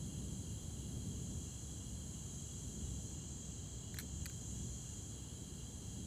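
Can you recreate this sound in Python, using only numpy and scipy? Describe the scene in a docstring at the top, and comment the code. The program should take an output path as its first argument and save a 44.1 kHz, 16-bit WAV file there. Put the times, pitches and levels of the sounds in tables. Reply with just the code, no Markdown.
"""Two katydids buzz in a field at night, each a run of falling pings from teeth struck on a wing.
Tree crickets trill and chirp in short sagging tones; a far insect chorus hisses as shaped noise.
A low distant rumble of noise bands swells now and then and slowly dies down over still air.
Two brief bursts of clicks, snaps and scrapes ringing a small plastic part, come beside the single microphone."""
import sys
import numpy as np
from scipy import signal
from scipy.fft import rfft, irfft, next_fast_len
from scipy.io import wavfile
from scipy.ndimage import uniform_filter1d, map_coordinates

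SR = 44100
rng = np.random.default_rng(int(sys.argv[2]) if len(sys.argv) > 2 else 0)


def transcribe(signal):
    """Save signal, clipped to [-1, 1], as a 16-bit WAV file at the path in sys.argv[1]."""
    frames = np.atleast_2d(signal).T
    limited = np.clip(frames, -1, 1)
    pcm = np.round(limited * 32767).astype(np.int16)
    wavfile.write(sys.argv[1], SR, pcm)


N = 267334


def amp(db):
    """Decibels to gain."""
    return 10 ** (np.asarray(db) / 20)


def unit(x):
    """Scale to rms 1."""
    return x / np.sqrt(np.mean(x ** 2) + 1e-20)


def wobble(rate):
    """A smooth random curve through rate random knots a second."""
    knots = rng.standard_normal(int(N * rate / SR) + 4)
    return map_coordinates(knots, [np.arange(N) * rate / SR])


def bell(s, width):
    """A smooth rise to 1 and fall, centred on time s."""
    return np.exp(-.5 * ((np.arange(N) / SR - s) / width) ** 2)


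def steady(x):
    """Even out the slow chance swells of a sound, leaving rms near 1."""
    size = SR // 8
    power = uniform_filter1d(uniform_filter1d(x ** 2, size), size)
    return x / np.sqrt(np.abs(power) + 1e-9)


def filtered(x, response):
    """Shape x by a response given as a function of frequency."""
    m = next_fast_len(N + SR // 2)
    return irfft(rfft(x, m) * response(np.fft.rfftfreq(m, 1 / SR)), m)[:N]


def noise(spectrum):
    """Noise of rms 1, coloured by points of frequency and relative level."""
    f, db = np.transpose(spectrum)

    def gain(hz):
        return amp(np.interp(np.log(hz + 1), np.log(f), db, left=-120, right=-120))

    return unit(filtered(rng.standard_normal(N), gain))


def foliage(x, wet_db, t60, count=4):
    """Direct sound plus its scatter off leaves and ground, at rms 1; the paths drift with the air."""
    t = np.arange(SR // 4) / SR
    tails = rng.standard_normal((count, len(t))) * amp(-60 * t / t60)
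    paths = signal.oaconvolve(x[None], tails, axes=1)[:, :N]
    drift = np.array([wobble(5) for _ in paths])
    scatter = np.sum(paths * drift, axis=0) / np.linalg.norm(drift, axis=0)
    return unit(unit(x) + amp(wet_db) * unit(scatter))


def katydid(rate, pitch_ratio, jitter, pitch_scatter, size_scatter_db, wet_db):
    """A scraper hits one file tooth after another; each strike is a falling ping of the wing."""
    # one ping, before each singer's pitch ratio: age_s, pitch_hz, relative level_db
    strike = [(0, 8500, -19), (.0003, 7950, -3.5), (.0008, 7140, -0.5), (.0013, 6550, -3.5),
              (.0017, 6184, -9.5), (.0022, 6010, -13)]
    turns = np.cumsum(rate * (1 + 0.002017 * wobble(12))) / SR
    times = np.interp(np.arange(1, int(turns[-1])), turns, np.arange(N) / SR)
    late, sharp, size = rng.standard_normal((len(times), 3)).T
    times = np.abs(times + jitter * late)

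    # one row of samples per strike, aged from its exact moment between samples
    index = np.ceil(times * SR).astype(int)[:, None] + np.arange(SR // 300)
    age = index / SR - times[:, None]
    age_s, pitch_hz, level_db = np.transpose(strike)
    pitch = np.interp(age, age_s, pitch_hz) * pitch_ratio * (1 + pitch_scatter * sharp[:, None])
    phase = np.cumsum(pitch, axis=1) / SR + pitch[:, :1] * age[:, :1]
    ping_db = np.interp(age, age_s, level_db, right=-120) + size_scatter_db * size[:, None]
    pings = amp(ping_db) * np.sin(2 * np.pi * phase)
    buzz = np.bincount(index.ravel(), pings.ravel(), N)[:N]
    return foliage(buzz, wet_db, t60=0.3)


def katydids():
    """Two neighbours buzz at slightly different speeds, so they beat; the faster sits deeper in the leaves."""
    # how hard both sing: start_s, level_db
    effort = [(0, -60), (.95, -62.5), (1.35, -57.5), (1.75, -58), (2.01, -62.5), (2.12, -57), (2.65, -57),
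              (2.92, -57.5), (3.3, -55.5), (3.77, -59.5), (4.5, -56), (5.12, -59), (5.25, -62.5),
              (6.06, -61)]
    slow_rate, fast_rate = 222.7, 235.5  # mean tooth strikes per s
    speed_drift_hz = .9  # slow wander of the slower one's strike rate
    slow_db, fast_db = -2.5, -1.1  # each against the shared effort
    waver_db, waver_knots_per_s = 1.1, 5.02  # each one's own unsteadiness

    start_s, level_db = np.transpose(effort)
    effort_db = np.interp(np.arange(N) / SR, start_s, level_db)
    slow = katydid(slow_rate + speed_drift_hz * wobble(1.2), pitch_ratio=1.01, jitter=.00006,
                   pitch_scatter=0.015, size_scatter_db=0.5, wet_db=-8.5)
    fast = katydid(fast_rate, pitch_ratio=0.98, jitter=.00009,
                   pitch_scatter=0.015, size_scatter_db=0.0, wet_db=-0.5)
    slow_gain = amp(effort_db + slow_db + waver_db * wobble(waver_knots_per_s))
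    fast_gain = amp(effort_db + fast_db + waver_db * wobble(waver_knots_per_s))
    return slow_gain * slow + fast_gain * fast


def trill(hz, spread_hz, strokes, count=6):
    """Crickets on nearly one note: each wing stroke is a short sagging tone at its own slightly random pitch."""
    group = np.zeros(N)
    # place spreads the singers from lowest and slowest to highest and fastest
    for place in np.linspace(-1, 1, count):
        turns = rng.random() + np.cumsum(strokes * (1 + .1 * place + .02 * wobble(4))) / SR
        stroke, number = turns % 1, turns.astype(int)
        sharp, start = rng.standard_normal((1000, 2))[number % 1000].T
        sag_hz = 140 * (.5 - stroke)
        pitch = hz + spread_hz * (.5 * place + .85 * sharp) + sag_hz
        tone = np.sin(2 * np.pi * (np.cumsum(pitch) / SR + start))
        group += np.sin(np.pi * stroke) ** 4 * tone
    return steady(foliage(group, wet_db=-7, t60=0.11, count=2))


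def tree_crickets():
    """Steady wing-stroke trills, and a low group that swells in evenly spaced chirps, about three a second."""
    # trilling groups: centre pitch_hz, pitch_spread_hz, mean wing strokes_per_s, level_db
    groups = [(3217, 60, 44, -70), (3243, 125, 59, -71.5), (4077, 105, 57, -70), (2863, 70, 50, -77.5),
              (4694, 220, 64, -76)]
    first_chirp_s, chirp_period_s = .1645, .3385  # middle of the first chirp, then the beat
    chirp_db, chirp_width_s, chirp_scatter_db = -72, 0.07, .8

    trills = sum(amp(db) * trill(hz, spread, strokes) for hz, spread, strokes, db in groups)
    chirps = np.zeros(N)
    for s in np.arange(first_chirp_s, N / SR, chirp_period_s):
        level_db = chirp_db + chirp_scatter_db * rng.standard_normal()
        chirps += amp(level_db) * bell(s, chirp_width_s)
    return trills + chirps * trill(2870, spread_hz=60, strokes=52)


def far_insects():
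    """Countless distant singers merge into a hiss; the highest slowly fade and rest for about a second."""
    # colour of the far chorus: pitch_hz, relative level_db per Hz
    chorus = [(5100, -53), (5650, -16), (6300, 0.5), (7400, 1), (8100, -1), (9000, -20), (11000, -38)]
    # colour of the highest singers: pitch_hz, relative level_db per Hz
    high_hiss = [(7000, -19), (8500, -1), (9400, 0), (10400, 1.5), (11000, -3), (11800, -9), (14000, -13)]
    start_db, fade_db_per_s = -65.5, 0.47
    rest_from_s, rest_to_s, rest_ramp_s, rest_drop_db = 3.14, 4.23, 0.21, 4.5

    t = np.arange(N) / SR
    resting = np.clip(.5 + np.minimum(t - rest_from_s, rest_to_s - t) / rest_ramp_s, 0, 1)
    hiss_db = start_db - fade_db_per_s * t - rest_drop_db * resting
    return amp(-59.5) * noise(chorus) + amp(hiss_db) * noise(high_hiss)


def rumble():
    """Noise bands: a distant rumble and its low roar swell and slowly die down, over still air."""
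    # colour of the deep rumble: pitch_hz, relative level_db per Hz
    deep_colour = [(18, -33), (30, -21.5), (45, -6.5), (57, -1), (67, 6), (78, 1.5), (95, 0), (125, -21)]
    # colour of the roar above it: pitch_hz, relative level_db per Hz
    roar_colour = [(75, -30.5), (105, 2.5), (140, -1), (200, -4.5), (250, -9), (320, -14), (450, -21),
                   (700, -38.5)]
    # colour of still air and distant land: pitch_hz, relative level_db per Hz
    air_colour = [(200, -7.5), (400, 3.5), (550, -1), (800, -1.5), (1100, -6.5), (1500, -9), (1610, -10.5),
                  (1660, -4.5), (1720, -10.5), (2400, -14), (5400, -11), (12000, -25.5), (15300, -16.5)]
    # swells: peak_s, width_s (bell spread), deep_rise_db, roar_rise_db
    swells = [(.1, 0.34, 2, 3.5), (1.07, .14, 3.5, 5), (1.4, .06, 2.5, 1.5), (2.871, .04, 9, 0.5),
              (2.92, 0.15, 3, 3), (4.19, 0.038, 8, 0.8), (4.6, 0.094, 5.5, 4), (6.02, 0.074, 0, 3.5)]
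    deep_start_db, roar_start_db, fade_db_per_s = -51.5, -50, 0.2754

    fade_db = fade_db_per_s * np.arange(N) / SR
    deep_swell_db = sum(rise * bell(s, width) for s, width, rise, _ in swells)
    roar_swell_db = sum(rise * bell(s, width) for s, width, _, rise in swells)
    deep_db = deep_start_db - fade_db + 1.2 * wobble(8) + deep_swell_db
    roar_db = roar_start_db - fade_db + .5 * wobble(6) + roar_swell_db
    deep = amp(deep_db) * steady(noise(deep_colour))
    roar = amp(roar_db) * steady(noise(roar_colour))
    return deep + roar + amp(-65.0) * noise(air_colour)


def clicks():
    """Each contact is a snap and a brief scrape that ring a small plastic part."""
    # contacts: start_s, relative level_db, brightness in dB per octave (approximate), scrape t60_s, pitch_ratio
    contacts = [(3.943, -40.5, -2.5, 0.029, 1), (3.9703, -45, -4.5, 0.021, 1.4),
                (3.9872, -27, -1, 0.019, 0.99), (3.9968, -34, 1, 0.075, 1.01),
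                (4.2575, -30.5, -1.7, 0.014, 1.12), (4.2624, -34, 0, 0.0097, 1.03),
                (4.263, -34, -1, 0.015, 1.05), (4.298, -41, -1, 0.025, 1.06)]
    # resonances of the part, before each pitch ratio: pitch_hz, width_hz, relative level_db
    resonances = [(1520, 110, -6), (1790, 220, -3.5), (2150, 450, -0.5), (3570, 260, -7), (4100, 280, 1),
                  (5600, 380, -4), (7700, 660, -3), (9860, 420, -2.5), (12000, 490, -3.5), (13500, 480, -9)]
    t = np.arange(N) / SR

    def body(f):
        return sum(amp(db) * 1j * f * w / (c * c - f * f + 1j * f * w) for c, w, db in resonances)

    out = np.zeros(N)
    for s, db, bright_db, t60, ratio in contacts:
        contact = 0.76 * rng.standard_normal(N) * (t >= s) * amp(-60 * np.abs(t - s) / t60)
        contact[round(s * SR)] += 3.5  # the snap on top of the scrape

        def ring(f):
            return body(f / ratio) * amp(bright_db * np.log2((f + 300) / 9000))

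        out += filtered(amp(db) * contact, ring)
    # so small a part radiates little bass, and its soft surface dulls the very top
    band = signal.butter(3, [1150, 14000], "bandpass", fs=SR, output="sos")
    return signal.sosfilt(band, out)


def scene():
    """One microphone feeds both channels."""
    mono = katydids() + tree_crickets() + far_insects() + rumble() + clicks()
    return np.array([mono, mono])


def record(dry):
    """A steep band limit removes everything from top_hz up."""
    top_hz = 15400
    return np.array([filtered(channel, lambda hz: hz < top_hz) for channel in dry])


dry = scene()
out = record(dry)
transcribe(out)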